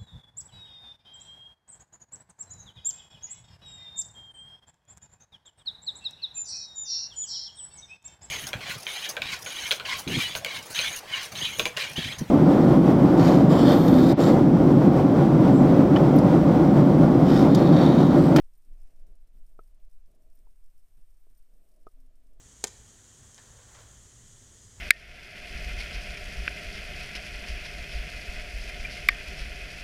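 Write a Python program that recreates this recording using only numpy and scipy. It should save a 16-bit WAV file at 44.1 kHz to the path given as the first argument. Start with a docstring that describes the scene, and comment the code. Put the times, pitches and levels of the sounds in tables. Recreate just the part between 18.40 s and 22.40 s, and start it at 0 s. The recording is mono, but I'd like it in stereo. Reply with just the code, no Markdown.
"""A quiet rock hollow with a still pool, heard through the microphone of a hand-held camera.
Air and the moving hand make a deep rumble and, right at the microphone, a soft rustle.
Two clear drips and two faint ones plop, short and dry; a weak low tone rings near the end.
A thin, high hiss flickers and dips briefly, with fine ticking and a tiny pip about once a second."""
import sys
import numpy as np
from scipy import signal
from scipy.fft import rfft, irfft
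from scipy.io import wavfile
from scipy.ndimage import uniform_filter1d

SR = 44100
rng = np.random.default_rng(int(sys.argv[2]) if len(sys.argv) > 2 else 0)


def bounce(signal):
    """Save signal as a 16-bit WAV file at the path given by the first command-line argument."""
    frames = np.transpose(np.atleast_2d(signal))
    limited = np.clip(frames, -1, 1)
    pcm = np.round(limited * 32767).astype(np.int16)
    wavfile.write(sys.argv[1], SR, pcm)


N = 176400


def undb(db):
    """Decibels to gain."""
    return 10 ** (np.asarray(db) / 20)


def curve(rows):
    """Gain over time through points of t/s, level/dB."""
    return undb(np.interp(np.arange(N) / SR, *np.array(rows).T))


def noise(colour):
    """Noise of rms 1, its spectrum shaped by points of f/Hz, level/dB and falling past both ends."""
    hz, db = np.array(colour, float).T
    f = np.maximum(np.arange(N // 2 + 1) * SR / N, 1e-3)
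    gain = undb(np.interp(np.log(f), np.log(hz), db))
    skirts = np.minimum(f / hz[0], 1) ** 2 * np.minimum(hz[-1] / f, 1) ** 2
    y = irfft(rfft(rng.standard_normal(N)) * gain * skirts, N)
    return y / y.std()


def walk(rate):
    """Smooth random drift of spread 1, changing about rate times a second."""
    step = max(int(SR / rate), 1)
    stairs = np.repeat(rng.standard_normal(N // step + 1), step)
    y = uniform_filter1d(stairs, step)[:N]
    return y / y.std()


def swells(rows, attack_s, release_s):
    """Envelope that rises, holds and dies away for each row of t/s, length/s, level/dB."""
    t, power = np.arange(N) / SR, np.zeros(N)
    for start, length, db in rows:
        rise = np.clip((t - start) / attack_s, 0, 1)
        fall = np.exp(-np.maximum(t - start - length, 0) / release_s)
        power += (undb(db) * rise * fall) ** 2
    return np.sqrt(power)


def fade(t, t60):
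    """Decay by 60 dB in t60 seconds."""
    return np.exp(-np.log(1000) * t / t60)


def rumble():
    """Slow air pressure and the sway of the hand, felt by the microphone as a deep rumble."""
    # rumble spectrum: f/Hz, level/dB
    colour = [(3, 3.5), (10, -9), (20, -6.5), (30, -17), (42, -26.5), (60, -34.5), (80, -42.5), (120, -50),
              (250, -62.5), (600, -77)]
    # its rise and fall: t/s, level/dB
    levels = [(0, -41), (.22, -51.5), (.32, -39.5), (.72, -43), (.85, -46), (.97, -42.5), (1.3, -45.5),
              (2.0, -46.5), (2.35, -47.5), (2.6, -47.5), (3.2, -51), (3.6, -51), (4, -42.5)]
    return noise(colour) * curve(levels)


def still_air():
    """The steady, faint wash of air in the hollow."""
    # air spectrum: f/Hz, level/dB
    colour = [(60, 9), (130, -2.5), (250, -5.5), (450, -8.5), (680, -8.5), (850, -12.5), (1500, -14.5),
              (2700, -15.5), (3500, -18), (5000, -19.5), (8000, -19.5), (15000, -26)]
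    return noise(colour) * undb(-78)


def side_air():
    """The trace of air that differs between left and right."""
    # spectrum of that trace: f/Hz, level/dB
    colour = [(25, 38), (60, 22.5), (125, 2), (500, -8), (2000, -3.5), (4500, 3.5), (8000, -2.5),
              (15000, -15)]
    return noise(colour) * undb(-93)


def high_hiss():
    """A thin, high hiss that flickers and dips briefly."""
    # hiss spectrum: f/Hz, level/dB
    colour = [(4500, -16.5), (5100, -14.5), (5280, -3.5), (5800, -10.5), (7300, -10.5), (8000, -1.5),
              (8250, -6.5), (8550, 3), (9100, 3), (9400, -8.5), (10150, -13), (10480, -1.5), (10900, -6.5),
              (11900, -2), (12500, -4.5), (13300, 0), (14300, -2), (15300, -5.5)]
    # slow drift, before dips and flicker: t/s, level/dB
    levels = [(0, -81.5), (.7, -83.5), (1.1, -80), (1.6, -83.5), (2.0, -81), (3.25, -81), (3.6, -84.5),
              (4, -82)]
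    # brief dips: t/s, length/s
    dips = [(0.624, .04), (0.725, 0.077), (0.847, 0.08), (1.321, 0.077), (1.45, 0.077), (1.61, 0.059),
            (1.723, 0.076), (1.88, 0.037), (3.356, 0.037), (3.432, 0.061), (3.662, 0.1), (3.81, 0.022),
            (3.92, 0.074)]
    dip_db, edge_s = -9.5, 0.004
    t = np.arange(N) / SR
    dipped = sum((t > start) * (t < start + length) * 1. for start, length in dips)
    dipped = uniform_filter1d(dipped, int(edge_s * SR) + 1)
    return noise(colour) * curve(levels) * undb(dip_db * dipped + walk(rate=58))


def ticks():
    """Very fine, irregular high ticks in the hiss; each sets off a short burst of sizzle."""
    # ringing modes of a tick: f/Hz, relative level/dB
    modes = [(5290, -6.5), (5700, -9.5), (6050, -20.5)]
    # sizzle spectrum: f/Hz, level/dB
    sizzle_colour = [(5200, -5.5), (6500, -9), (7900, -4), (8700, 1.5), (9600, -5.5), (10200, -3),
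                     (10480, 5), (10850, -6), (12000, -5.5), (14500, -4)]
    ticks_per_s, sizzle_db = 16, -4.5
    t = np.arange(SR // 8) / SR
    ring = sum(undb(db) * np.sin(2 * np.pi * hz * t) for hz, db in modes) * fade(t, t60=0.02)
    spacing, strength = rng.random(size=(120, 2)).T
    gaps_s = (.25 + 2.25 * spacing ** 2) / ticks_per_s
    onsets = (np.cumsum(gaps_s) * SR).astype(int)
    kicks = np.bincount(onsets, undb(-73 + 4 * strength), N)[:N]
    bursts = signal.fftconvolve(kicks, fade(t, t60=0.073))[:N]
    sizzle = undb(sizzle_db) * bursts * noise(sizzle_colour)
    return signal.fftconvolve(kicks, ring)[:N] + sizzle


def pips():
    """Tiny high blips of electrical interference."""
    # peak of each pip: t/s, level/dB
    peaks = [(.18, -76), (.972, -82), (1.957, -77), (2.981, -74)]
    # partials of a pip: f/Hz, relative level/dB
    partials = [(9000, 1), (12350, -8), (13520, 7.5)]
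    half_width_s = .0055
    t = np.arange(N) / SR
    whine = sum(undb(db) * np.sin(2 * np.pi * hz * t) for hz, db in partials)
    return whine * sum(undb(db) * np.exp(-((t - at) / half_width_s) ** 2) for at, db in peaks)


def handling():
    """The hand on the camera body: uneven rubbing, soft bumps, light brushing and one faint click."""
    # spectra of the four kinds of contact: f/Hz, level/dB
    rub_colour = [(80, -7), (180, 1), (300, -2), (440, -2.5), (530, -6.5), (650, 4), (730, -10), (850, -18),
                  (1500, -33.5), (3000, -44), (6000, -56)]
    bump_colour = [(50, 4.5), (110, 4.5), (200, -3.5), (390, -5), (550, -18), (900, -25.5), (2500, -27.5),
                   (6000, -38)]
    brush_colour = [(700, 2.5), (1200, -8.5), (2600, -4), (3500, -15), (6000, -9), (10000, -16.5)]
    click_colour = [(1500, -8), (2600, -1), (4200, -7), (6000, -13)]
    # touches of the hand: t/s, length/s, level/dB
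    rubs = [(.30, 0.14, -78.5), (.46, 0.288, -75.5), (.78, 0.24, -84.5), (1.09, 0.13, -78.5),
            (1.26, 0.22, -83.5), (1.67, .22, -74.5), (1.9, 0.21, -82.5), (3.08, .35, -75.5),
            (3.44, 0.48, -81), (3.9, 0.16, -76.5)]
    bumps = [(.25, 0.097, -72), (.66, 0.061, -68.5), (.94, 0.038, -67.5), (1.07, 0.039, -78),
             (1.35, 0.023, -80), (1.97, 0.03, -70), (2.08, 0.021, -85), (2.57, 0.013, -66),
             (2.90, 0.018, -71.5), (3.19, .04, -83)]
    brushes = [(.32, 0.3, -82)]
    rub_rough_db, brush_rough_db = 1.5, 2
    rub = noise(rub_colour) * swells(rubs, attack_s=0.01, release_s=.025)
    rub *= undb(rub_rough_db * walk(rate=45))
    bump = noise(bump_colour) * swells(bumps, attack_s=0.0034, release_s=0.023)
    brush = noise(brush_colour) * swells(brushes, attack_s=0.01, release_s=.025)
    brush *= undb(brush_rough_db * walk(rate=60))
    click = noise(click_colour) * swells([(1.399, 0.0012, -75.5)], attack_s=0.00066, release_s=0.003)
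    return rub + bump + brush + click


def drips():
    """Each drop on the pool makes a hollow thud, a briefly ringing bubble and a trace of splash."""
    # drops: t/s, level/dB, bubble f/Hz, bubble relative level/dB, bubble t60/s
    drops = [(1.1903, -48.5, 1297, 10.5, 0.028), (2.0685, -69, 933, 12, 0.024),
             (2.8680, -66.5, 680, -7, 0.01), (3.4676, -47, 1248, 8.5, 0.034)]
    # modes of the thud under every drop: f/Hz, relative level/dB, t60/s
    thud_modes = [(158, -24, 0.06), (402, -1, 0.037), (452, -2, 0.045), (640, 3, 0.021), (1040, -17, 0.03)]
    # splash spectrum: f/Hz, level/dB
    splash_colour = [(1500, -6), (2300, 8.5), (2900, -9), (3500, -4.5), (4500, -13)]
    bubble_attack_s, plop_top_hz, splash_db = 0.0012, 1420, -23.5
    out, t = np.zeros(N), np.arange(SR // 8) / SR
    thud = sum(undb(db) * np.sin(2 * np.pi * hz * t) * fade(t, t60) for hz, db, t60 in thud_modes)
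    bubble_rise = 1 - np.exp(-t / bubble_attack_s)
    lowpass = signal.butter(8, plop_top_hz, fs=SR, output="sos")
    spray = noise(splash_colour)
    for start, db, hz, bubble_db, t60 in drops:
        i = int(start * SR)
        bubble = undb(bubble_db) * np.cos(2 * np.pi * hz * t) * fade(t, t60) * bubble_rise
        plop = signal.sosfilt(lowpass, thud + bubble)
        splash = undb(splash_db) * spray[i:i + len(t)] * fade(t, t60=0.045)
        out[i:i + len(t)] += undb(db) * (plop + splash)
    return out


def low_tone():
    """A weak, slightly wavering tone that swells twice."""
    pitch_hz, waver = 263, 0.0068
    phase = 2 * np.pi * np.cumsum(pitch_hz * (1 + waver * walk(rate=20))) / SR
    envelope = swells([(3.54, 0.12, -74), (3.73, .2, -81)], attack_s=0.028, release_s=.03)
    return np.sqrt(2) * np.sin(phase) * envelope


def scene():
    """Everything sits in the centre; only a trace of air gives the hollow width."""
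    mid = rumble() + handling() + drips() + low_tone() + still_air() + high_hiss() + ticks() + pips()
    side = side_air()
    return np.array([mid + side, mid - side])


def record(dry):
    """The camera's recorder cuts the top treble steeply."""
    top_hz = 15200
    return signal.sosfilt(signal.ellip(10, .1, 70, top_hz, fs=SR, output="sos"), dry)


dry = scene()
out = record(dry)
bounce(out)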